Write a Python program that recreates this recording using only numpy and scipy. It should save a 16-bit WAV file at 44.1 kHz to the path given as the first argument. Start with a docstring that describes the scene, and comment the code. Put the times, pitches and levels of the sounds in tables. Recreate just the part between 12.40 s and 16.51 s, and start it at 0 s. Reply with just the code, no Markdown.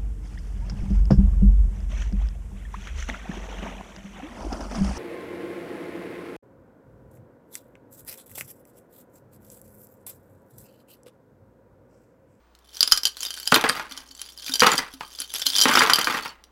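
"""A glass vase full of costume jewelry is tipped over a wooden tray in a small room.
Metal pieces and beads, built from damped modes and short noise, clink against the loaded, damped glass
while fingers tease them through the neck. Three handfuls drop, knock on the tray and skitter to rest,
made of slaps, wood modes and swarms of tiny impacts, over room rumble, hiss and mains hum. The close
microphone overloads: a low thump under the hardest clink, and the sum is clipped, then band-limited."""
import sys
import numpy as np
from scipy import signal
from scipy.fft import rfft, irfft, next_fast_len
from scipy.io import wavfile
from scipy.ndimage import uniform_filter1d

SR = 44100
rng = np.random.default_rng(int(sys.argv[2]) if len(sys.argv) > 2 else 0)


def dump(signal):
    """Clip the signal to [-1, 1] and save it as 16-bit WAV at the path in sys.argv[1]."""
    limited = np.clip(np.atleast_2d(signal).T, -1, 1)
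    pcm = np.round(limited * 32767).astype(np.int16)
    wavfile.write(sys.argv[1], SR, pcm)


N = 181405  # length in samples
T = np.arange(SR // 4) / SR  # seconds since a contact


def amp(db):
    """Decibels to gain."""
    return 10 ** (np.asarray(db) / 20)


def unit(x):
    """Scale x to rms 1."""
    return x / np.sqrt(np.mean(x ** 2) + 1e-20)


def blow(x):
    """Scale x to energy 1."""
    return x / (np.linalg.norm(x) + 1e-12)


def fade(t, t60):
    """Exponential decay by 60 dB in t60 seconds."""
    return np.exp(-np.log(1000) * t / t60)


def along(points, hz):
    """Read a curve of (Hz, value) points on a log frequency axis."""
    point_hz, values = np.transpose(points)
    return np.interp(np.log(hz + 1), np.log(point_hz), values)


def add(track, s, sound):
    """Mix a sound into the track at time s in seconds."""
    start = max(0, round(s * SR))
    track[start:start + len(sound)] += sound[:max(0, N - start)]


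def through(x, response):
    """Play x through an impulse response."""
    return signal.oaconvolve(x, response)[:len(x)]


def colour(points, size=2048):
    """Minimum-phase impulse response of energy 1 with the given spectrum shape."""
    level_db = along(points, np.fft.rfftfreq(size, 1 / SR))
    cepstrum = irfft(np.log(amp(level_db)))
    # folding the cepstrum onto positive time makes the response causal
    cepstrum[1:size // 2] *= 2
    cepstrum[size // 2 + 1:] = 0
    return blow(irfft(np.exp(rfft(cepstrum))))


def noise_bed(points):
    """Steady coloured noise at rms 1, with the filter's run-in cut off."""
    run_in = 8192
    noise = rng.standard_normal(N + run_in)
    return unit(through(noise, colour(points, size=run_in))[-N:])


def mode(hz, t60):
    """One damped vibration."""
    return np.sin(2 * np.pi * hz * T) * fade(T, t60)


def ring(modes, scatter_db, detune=0.0042):
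    """A body struck at a new spot under a new load: every mode gets a new strength, sign and tuning."""
    draws = rng.standard_normal((len(modes), 3))
    total = np.zeros(len(T))
    for (hz, db, t60), (chance, side, load) in zip(modes, draws):
        strength = np.sign(side) * amp(db + scatter_db * chance)
        total += strength * mode(hz * (1 + detune * load), t60)
    return blow(total)


def trinkets(spectrum, low_hz, high_hz, t60, count):
    """Modes (Hz, dB, t60 s) of assorted small pieces, each with its own pitch and decay time around t60."""
    hz = rng.uniform(low_hz, high_hz, count)
    decays = t60 * amp(2.2 * rng.standard_normal(count))
    return np.transpose([hz, along(spectrum, hz), decays])


def burst(t60):
    """A short noisy contact of energy 1."""
    return blow(rng.standard_normal(len(T)) * fade(T, t60))


def struck(sound, db):
    """Scale a hit so that its first 8 ms have the given rms level."""
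    return amp(db) * sound / np.sqrt(np.mean(sound[:SR // 125] ** 2))


def contacts(rate, spread_db, even_s):
    """Random tiny impacts of very unequal size (rate per second), evened to a running power of 1."""
    signs, sizes = rng.standard_normal((2, N))
    present = rng.random(N) < rate / SR
    hits = present * np.sign(signs) * amp(spread_db * sizes)
    power = np.abs(uniform_filter1d(hits ** 2, max(1, int(even_s * SR))))
    return hits / np.sqrt(power + 1e-9)


def rattle(hits, modes, share):
    """Many contacts ring a bank of resonators; each contact reaches a random share of the modes."""
    where, out, energy = np.flatnonzero(hits), np.zeros(N), 0
    share = np.clip(share, .01, 1)
    for hz, db, t60 in modes:
        reached = rng.random(len(where)) < share
        push = hits[where] * rng.standard_normal(len(where)) * reached
        pushes = np.bincount(where, push, N)
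        # a two-pole resonator: the pole radius sets the decay, its angle the pitch
        radius, turn = fade(1 / SR, t60), 2 * np.pi * hz / SR
        poles = [1, -2 * radius * np.cos(turn), radius ** 2]
        out += amp(db) * signal.lfilter([np.sin(turn)], poles, pushes)
        energy += share * amp(db) ** 2 / (2 - 2 * radius ** 2)
    return out / np.sqrt(energy)


def swells(rows, rise_db_per_s, fall_db_per_s):
    """Gain of movements (time full level is reached s, hold s, dB) that build up, hold and die away."""
    t = np.arange(N) / SR
    power = np.zeros(N)
    for full_s, hold, db in rows:
        rise_db = rise_db_per_s * np.maximum(full_s - t, 0)
        fall_db = fall_db_per_s * np.maximum(t - full_s - hold, 0)
        power += amp(db - rise_db - fall_db) ** 2
    return np.sqrt(power)


# Pieces striking the vase. Each row: start in seconds, level in dB, the piece's own pitch in Hz,
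# glass ring in dB against the piece's ring.
VASE_CLINKS = [(.151, -54.5, 4280, -13), (0.189, -60.5, 8850, -6), (.3546, -43.5, 5370, -18),
               (.369, -35, 4150, -2), (0.4072, -12, 4790, -39), (0.429, -12, 4970, -11.5),
               (0.4761, -21, 5020, -14), (0.5146, -26, 5430, -19), (.521, -7, 5100, -2),
               (0.5635, -29, 4760, 1), (.575, -20.5, 5060, 1), (.6335, -24.5, 5180, -8),
               (.6534, -14.5, 4740, -1.5), (.67, -23.5, 4720, -2), (.769, -36.5, 4130, -14.5),
               (.806, -31.5, 6840, -19), (0.9056, -29, 4890, 14), (0.9403, -35, 4770, 4.5),
               (.975, -38, 1510, -6.5), (0.9997, -34.5, 4580, 6.5), (1.0748, -19, 4920, -4.5),
               (1.1196, -21.5, 4280, 2), (1.143, -12.5, 4180, 4), (1.158, -23, 13860, -11),
               (1.2114, -28, 3530, -0.5), (1.2907, -20.5, 9000, -2.5), (1.2957, -21, 4770, -15.5),
               (1.5221, -38, 4200, -7.5), (1.5755, -33.5, 4770, 14), (1.816, -31, 10840, -7),
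               (2.069, -40.5, 3600, 0), (2.081, -33.5, 2400, -12), (2.095, -34, 1490, -8),
               (2.1384, -19, 4880, 20), (2.1557, -22.5, 4780, 3), (2.1957, -20, 5800, -6),
               (2.2039, -12.5, 4790, 4), (2.2668, -17, 3515, 3), (2.317, -21, 7070, -3),
               (2.334, -26.5, 6880, 1), (2.379, -23, 5770, 11), (2.538, -41, 4630, 12),
               (2.802, -26.5, 10740, -2.5), (2.8197, -35, 10000, -6), (2.939, -27.5, 11060, -12),
               (2.9612, -30, 11300, 0.5), (3.018, -26, 5430, -11), (3.0661, -14.5, 4170, -1),
               (3.1014, -24.5, 5250, 1), (3.1635, -19.5, 5680, 1.5), (3.173, -26, 5100, 8.5),
               (3.184, -16, 4880, 2), (3.192, -23, 4700, -6), (3.203, -18.5, 4890, 0),
               (3.2135, -12.5, 5700, -1), (3.2209, -14, 4820, 10), (3.2358, -16, 4780, 7.5),
               (3.3557, -16.5, 5200, -8), (3.3916, -16, 4830, 2), (3.5, -20, 4400, 12),
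               (3.5345, -9.5, 4650, 1.5), (3.558, -18, 4770, -2), (3.589, -23.5, 10600, 3.5),
               (3.613, -23, 4600, 17), (3.6447, -23, 4710, -3.5), (4.039, -48, 4800, -12)]
# The vase wall, damped by its load and the hand; the heap plays it too.
# Each row: mode in Hz, relative level in dB, t60 in seconds.
GLASS_MODES = [(1570, -16, .06), (3075, -4, .05), (3135, 1, .06), (3400, -13, .04), (4160, -8, .04),
               (4730, 1, .045), (5080, -4, .035), (5820, -3, .045), (6740, -8, .04), (7160, -13, .05),
               (7500, -12, .045), (8000, -14, .035), (8900, -14, .035), (9950, -13, .045),
               (10830, -11, .04), (11100, -12, .035), (12800, -17, .035)]
# Dry tick of chain links and beads, also used by the heap. Each row: frequency in Hz, relative dB per Hz.
TICK_SPECTRUM = [(100, -49), (280, -3), (700, -2.5), (1500, 4), (2300, 0.5), (3500, 9), (5200, 7),
                 (8200, -5.5), (11000, -2.5), (16000, -10)]
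# At the soft level ring and crack are about equal; each dB harder costs the crack and overtones 0.35 dB.
SOFT_DB, CRACK_PER_DB = -30, 0.35


def clinks(crack_t60=0.0072, crack_share_db=-4, tinkle_db=-5, chatter_db=-6, chatter_t60=0.063):
    """A piece rings briefly, rings the glass and jostles its neighbours; soft touches are mostly crack."""
    out, tick = np.zeros(N), colour(TICK_SPECTRUM)
    press = 1 - np.exp(-T / .00015)  # the contact force takes a moment to build
    for s, db, hz, glass_db in VASE_CLINKS:
        chatter = amp(chatter_db) * burst(chatter_t60)
        crack = through(burst(crack_t60) + chatter, tick)
        small = trinkets(TICK_SPECTRUM, low_hz=5500, high_hz=15500, t60=.018, count=11)
        overtones = ring(small, scatter_db=3)
        edge = amp(crack_share_db) * crack + amp(tinkle_db) * overtones
        glass = ring(GLASS_MODES, scatter_db=2.5, detune=.005)
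        piece = blow(mode(hz, .014))  # wedged in the heap, it stops almost at once
        ringing = blow(piece + amp(glass_db) * glass)
        sound = ringing + amp(CRACK_PER_DB * (SOFT_DB - db)) * edge
        add(out, s, struck(sound * press, db))
    return out


# Each tilt of the vase or pull of the fingers stirs the heap.
# Each row: time full level is reached in seconds, hold in seconds, level in dB.
HEAP_STIRS = [(0.348, 0.091, -46.5), (0.527, 0.017, -34), (0.67, .012, -39), (0.831, 0.027, -31.5),
              (.94, 0.2, -42.5), (1.14, .015, -29.5), (1.27, 0.12, -42), (1.513, 0.086, -46.5),
              (1.694, 0.018, -50.5), (1.784, 0.027, -43.5), (1.862, 0.047, -46.5), (1.99, .07, -44.5),
              (2.076, 0.054, -34.5), (2.221, .085, -33), (2.373, 0.0095, -29.5), (2.47, 0.065, -54.5),
              (2.632, 0.043, -48.5), (2.723, .015, -47), (2.795, .005, -47.5), (2.807, 0.01, -35.5),
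              (2.941, 0.07, -33), (3.06, .06, -33.5), (3.152, 0.28, -28), (3.469, 0.3, -36.5),
              (3.778, .1, -43.5)]
# The heap never quite rests while the vase is tipped.
# One row: time full level is reached in seconds, hold in seconds, level in dB.
HEAP_CREEP = (.26, 3.6, -61)


def heap(glass_db=-5, pieces_db=-1, click_db=-8, scrape_db=-11):
    """Slipping links and beads: each contact clicks, rings small pieces and the wall, and scrapes a little."""
    # the heap gives way and jams again
    level = swells([HEAP_CREEP, *HEAP_STIRS], rise_db_per_s=299.5, fall_db_per_s=384)
    hits = level * contacts(rate=450, spread_db=6.0, even_s=0.05)
    wall = rattle(hits, GLASS_MODES, share=.6)
    small = trinkets(TICK_SPECTRUM, low_hz=3283, high_hz=16100, t60=0.02, count=120)
    pieces = rattle(hits, small, share=.05)
    # each contact leaves a short decaying trail of rubbing noise
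    rubbing = np.sqrt(np.abs(through(hits ** 2, blow(fade(T, .009)) ** 2)))
    scrape = rubbing * rng.standard_normal(N)
    clicks = through(amp(click_db) * hits + amp(scrape_db) * scrape, colour(TICK_SPECTRUM))
    return amp(glass_db) * wall + amp(pieces_db) * pieces + clicks


# Heavy pieces landing on the tray. Each row: start in seconds, level in dB, deep board ring in dB.
TRAY_KNOCKS = [(1.123, -9.5, -2), (1.144, -16.5, -13), (1.1613, -13.5, -4), (1.2401, -17.5, -2.5),
               (1.2482, -24.5, -0.5), (1.2963, -18, -4.5), (1.377, -33.5, -12), (2.221, -10, 0.5),
               (2.234, -12, -14), (2.2647, -18, -9), (2.2686, -12, -13.5), (2.3252, -22, -11),
               (2.3389, -23.5, -3), (2.3867, -25.5, -5), (2.609, -29.5, -35), (2.634, -39, -25),
               (3.2556, -13.5, 0), (3.2921, -19, 1), (3.3329, -26.5, -2), (3.3533, -14, -14.5),
               (3.373, -12, -8.5), (3.3818, -20, -3.5), (3.408, -15.5, -13.5), (3.4206, -15, -10),
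               (3.4362, -18, -9), (3.473, -20.5, -11), (3.4981, -13, -22), (3.5075, -25.5, -15.5),
               (3.586, -20.5, -4.5), (3.6722, -17.5, -8), (3.6996, -23, -3.5), (3.7428, -26.5, -4),
               (3.8588, -29.5, -32)]
# The tray's floor bending as a whole, also under the skitter.
# Each row: mode in Hz, relative level in dB, t60 in seconds.
BOARD_MODES = [(125, -13, .09), (205, -7, .07), (250, 0, .12), (275, -8, .07), (331, -4, .15),
               (385, -8, .06), (442, -5, .11), (499, -5, .1), (581, -4, .09)]
# The tray's higher panel modes, also under the skitter.
# Each row: mode in Hz, relative level in dB, t60 in seconds.
PANEL_MODES = [(770, -6, .04), (880, -5, .05), (997, -3, .06), (1060, -2, .08), (1150, -3, .04),
               (1244, 0, .08), (1378, -1, .06), (1537, -2, .06), (1658, -4, .07), (1836, -4, .05),
               (2159, -5, .06), (2400, -7, .035), (2850, -9, .03), (3500, -10, .03)]
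# Light pieces tapping the tray, in the knocks and the skitter.
# Each row: frequency in Hz, relative dB per Hz.
TAP_SPECTRUM = [(40, -32), (110, -48), (260, -18), (450, -21), (680, 1.5), (1200, 7.5), (2300, 4.5),
                (4000, -5.5), (8000, -16.5), (16000, -22.5)]
SLAP_HZ, SLAP_SPREAD_OCTAVES = 1330, 0.23  # pitch of the slap on the wood, varying from spot to spot


def knocks(slap_t60=0.012, tap_db=-1, panel_db=-4, clatter_db=-3, clatter_t60=0.047):
    """A landing piece slaps the wood, clatters and sets the tray's floor ringing."""
    out, tap = np.zeros(N), colour(TAP_SPECTRUM)
    for s, db, board_db in TRAY_KNOCKS:
        slap_hz = SLAP_HZ * 2 ** (SLAP_SPREAD_OCTAVES * rng.standard_normal())
        push = amp(tap_db) * (T == 0) + amp(clatter_db) * burst(clatter_t60)
        slap = blow(mode(slap_hz, slap_t60)) + through(push, tap)
        panel = amp(panel_db) * ring(PANEL_MODES, scatter_db=9, detune=0.0015)
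        board = amp(board_db) * ring(BOARD_MODES, scatter_db=4.5, detune=0.0091)
        add(out, s, struck(slap + panel + board, db))
    return out


# Chains and beads running out onto the tray; the table rumble follows them too.
# Each row: time full level is reached in seconds, hold in seconds, level in dB.
TRAY_SPILLS = [(1.125, 0.06, -26.5), (1.243, 0.012, -24.5), (1.355, 0.034, -31.5), (1.48, .12, -50),
               (2.225, .06, -20.5), (2.38, 0.01, -31), (3.258, 0.18, -23), (3.5, 0.012, -24),
               (3.585, 0.017, -28), (3.675, 0.095, -29), (3.85, 0.0069, -37.5)]


def skitter(tap_db=-3, pieces_db=-4, panel_db=-6, board_db=-14):
    """Chains pile up link by link and loose beads bounce: tiny impacts tap, ring pieces and ring the wood."""
    # they arrive almost at once and skitter to rest
    level = swells(TRAY_SPILLS, rise_db_per_s=2508, fall_db_per_s=196.5)
    hits = level * contacts(rate=480, spread_db=4, even_s=0.065)
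    taps = through(hits, colour(TAP_SPECTRUM))
    small = trinkets(TAP_SPECTRUM, low_hz=827, high_hz=5083, t60=0.028, count=30)
    pieces = rattle(hits, small, share=.1)
    panel = amp(panel_db) * rattle(hits, PANEL_MODES, share=.6)
    board = amp(board_db) * rattle(hits, BOARD_MODES, share=0.55)
    return amp(tap_db) * taps + amp(pieces_db) * pieces + panel + board


def radiated(x):
    """Bodies this small radiate almost no deep bass: a high-pass at 112 Hz."""
    return signal.sosfilt(signal.butter(4, 112, "highpass", fs=SR, output="sos"), x)


# Fingers bumping the neck stir the air in the vase. Each row: start in seconds, level in dB.
NECK_BUMPS = [(1.513, -49), (1.579, -55.5), (1.70, -55), (2.095, -38), (2.538, -46), (2.795, -56.5),
              (3.062, -46), (3.106, -55.5), (3.165, -52.5)]


def vase_air(air_hz=266, air_t60=0.21):
    """The vase's cavity answers each finger bump with one damped mode."""
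    out = np.zeros(N)
    for s, db in NECK_BUMPS:
        add(out, s, struck(mode(air_hz, air_t60), db))
    return out


# Low thump of the overloaded microphone under the hardest clink.
# Each row: frequency in Hz, relative dB per Hz.
THUMP_SPECTRUM = [(40, 16.5), (150, -10), (480, -3), (750, -21.5), (1250, 20), (2200, -2), (5000, -45)]


def overload_thump(thump_s=.5214, thump_db=-22):
    """The overloaded microphone thumps once under the hardest clink: one coloured impulse."""
    out = np.zeros(N)
    add(out, thump_s, struck(colour(THUMP_SPECTRUM), thump_db))
    return out


# How long the room's tail lasts. Each row: frequency in Hz, t60 in seconds.
ROOM_DECAY = [(150, 0.22), (1200, 0.25), (5000, 0.15), (14000, 0.11)]


def room(x, wet_db=-11, wall_db=-19, wall_s=.0108):
    """One near surface echoes, and the room's tail dies away at a rate set by frequency."""
    hz, t, z = signal.stft(rng.standard_normal(SR // 2), SR, nperseg=256)
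    decay = fade(t, along(ROOM_DECAY, hz)[:, None])
    tail = signal.istft(z * decay, SR, nperseg=256)[1]
    response = amp(wet_db) * blow(np.pad(tail, (SR // 500, 0)))  # the tail starts 2 ms late
    response[round(wall_s * SR)] += amp(wall_db)
    return x + through(x, response)


# The table under the tray. Each row: frequency in Hz, relative dB per Hz.
TABLE_SPECTRUM = [(10, -16), (25, 4), (40, 7.5), (60, -20.5), (110, -31.5), (400, -70)]


def table(rumble_db=-33, rise_db_per_s=300, fall_db_per_s=45):
    """The table rumbles faintly under the weight of each spill: low noise that follows the spill levels."""
    level = swells(TRAY_SPILLS, rise_db_per_s, fall_db_per_s)
    return amp(rumble_db) * level * noise_bed(TABLE_SPECTRUM)


# The still room. Each row: frequency in Hz, relative dB per Hz.
QUIET_SPECTRUM = [(10, -20), (25, -15), (45, -16.5), (110, -25.5), (200, -16.5), (330, -14), (600, -17.5),
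                  (1200, -19), (2500, -29.5), (5000, -35.5), (16000, -50.5)]


def background(air_db=-63, hum_db=-63):
    """Low room rumble and faint hiss as coloured noise, plus mains hum as a 60 Hz sine."""
    air = noise_bed(QUIET_SPECTRUM)
    hum = unit(np.sin(2 * np.pi * 60 * np.arange(N) / SR))
    return amp(air_db) * air + amp(hum_db) * hum


def scene():
    """Vase and tray, close by, in the room."""
    jewelry = radiated(clinks() + heap() + knocks() + skitter())
    close = jewelry + vase_air() + overload_thump()
    return (room(close) + table() + background())[None]


def record(dry):
    """The recorder clips at full scale and keeps nothing above its band limit."""
    top_hz = 15870
    size = next_fast_len(N + SR // 4)
    passed = np.fft.rfftfreq(size, 1 / SR) < top_hz
    clipped = np.clip(dry, -1, 1)
    return irfft(rfft(clipped, size) * passed, size)[..., :N]


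dry = scene()
out = record(dry)
dump(out)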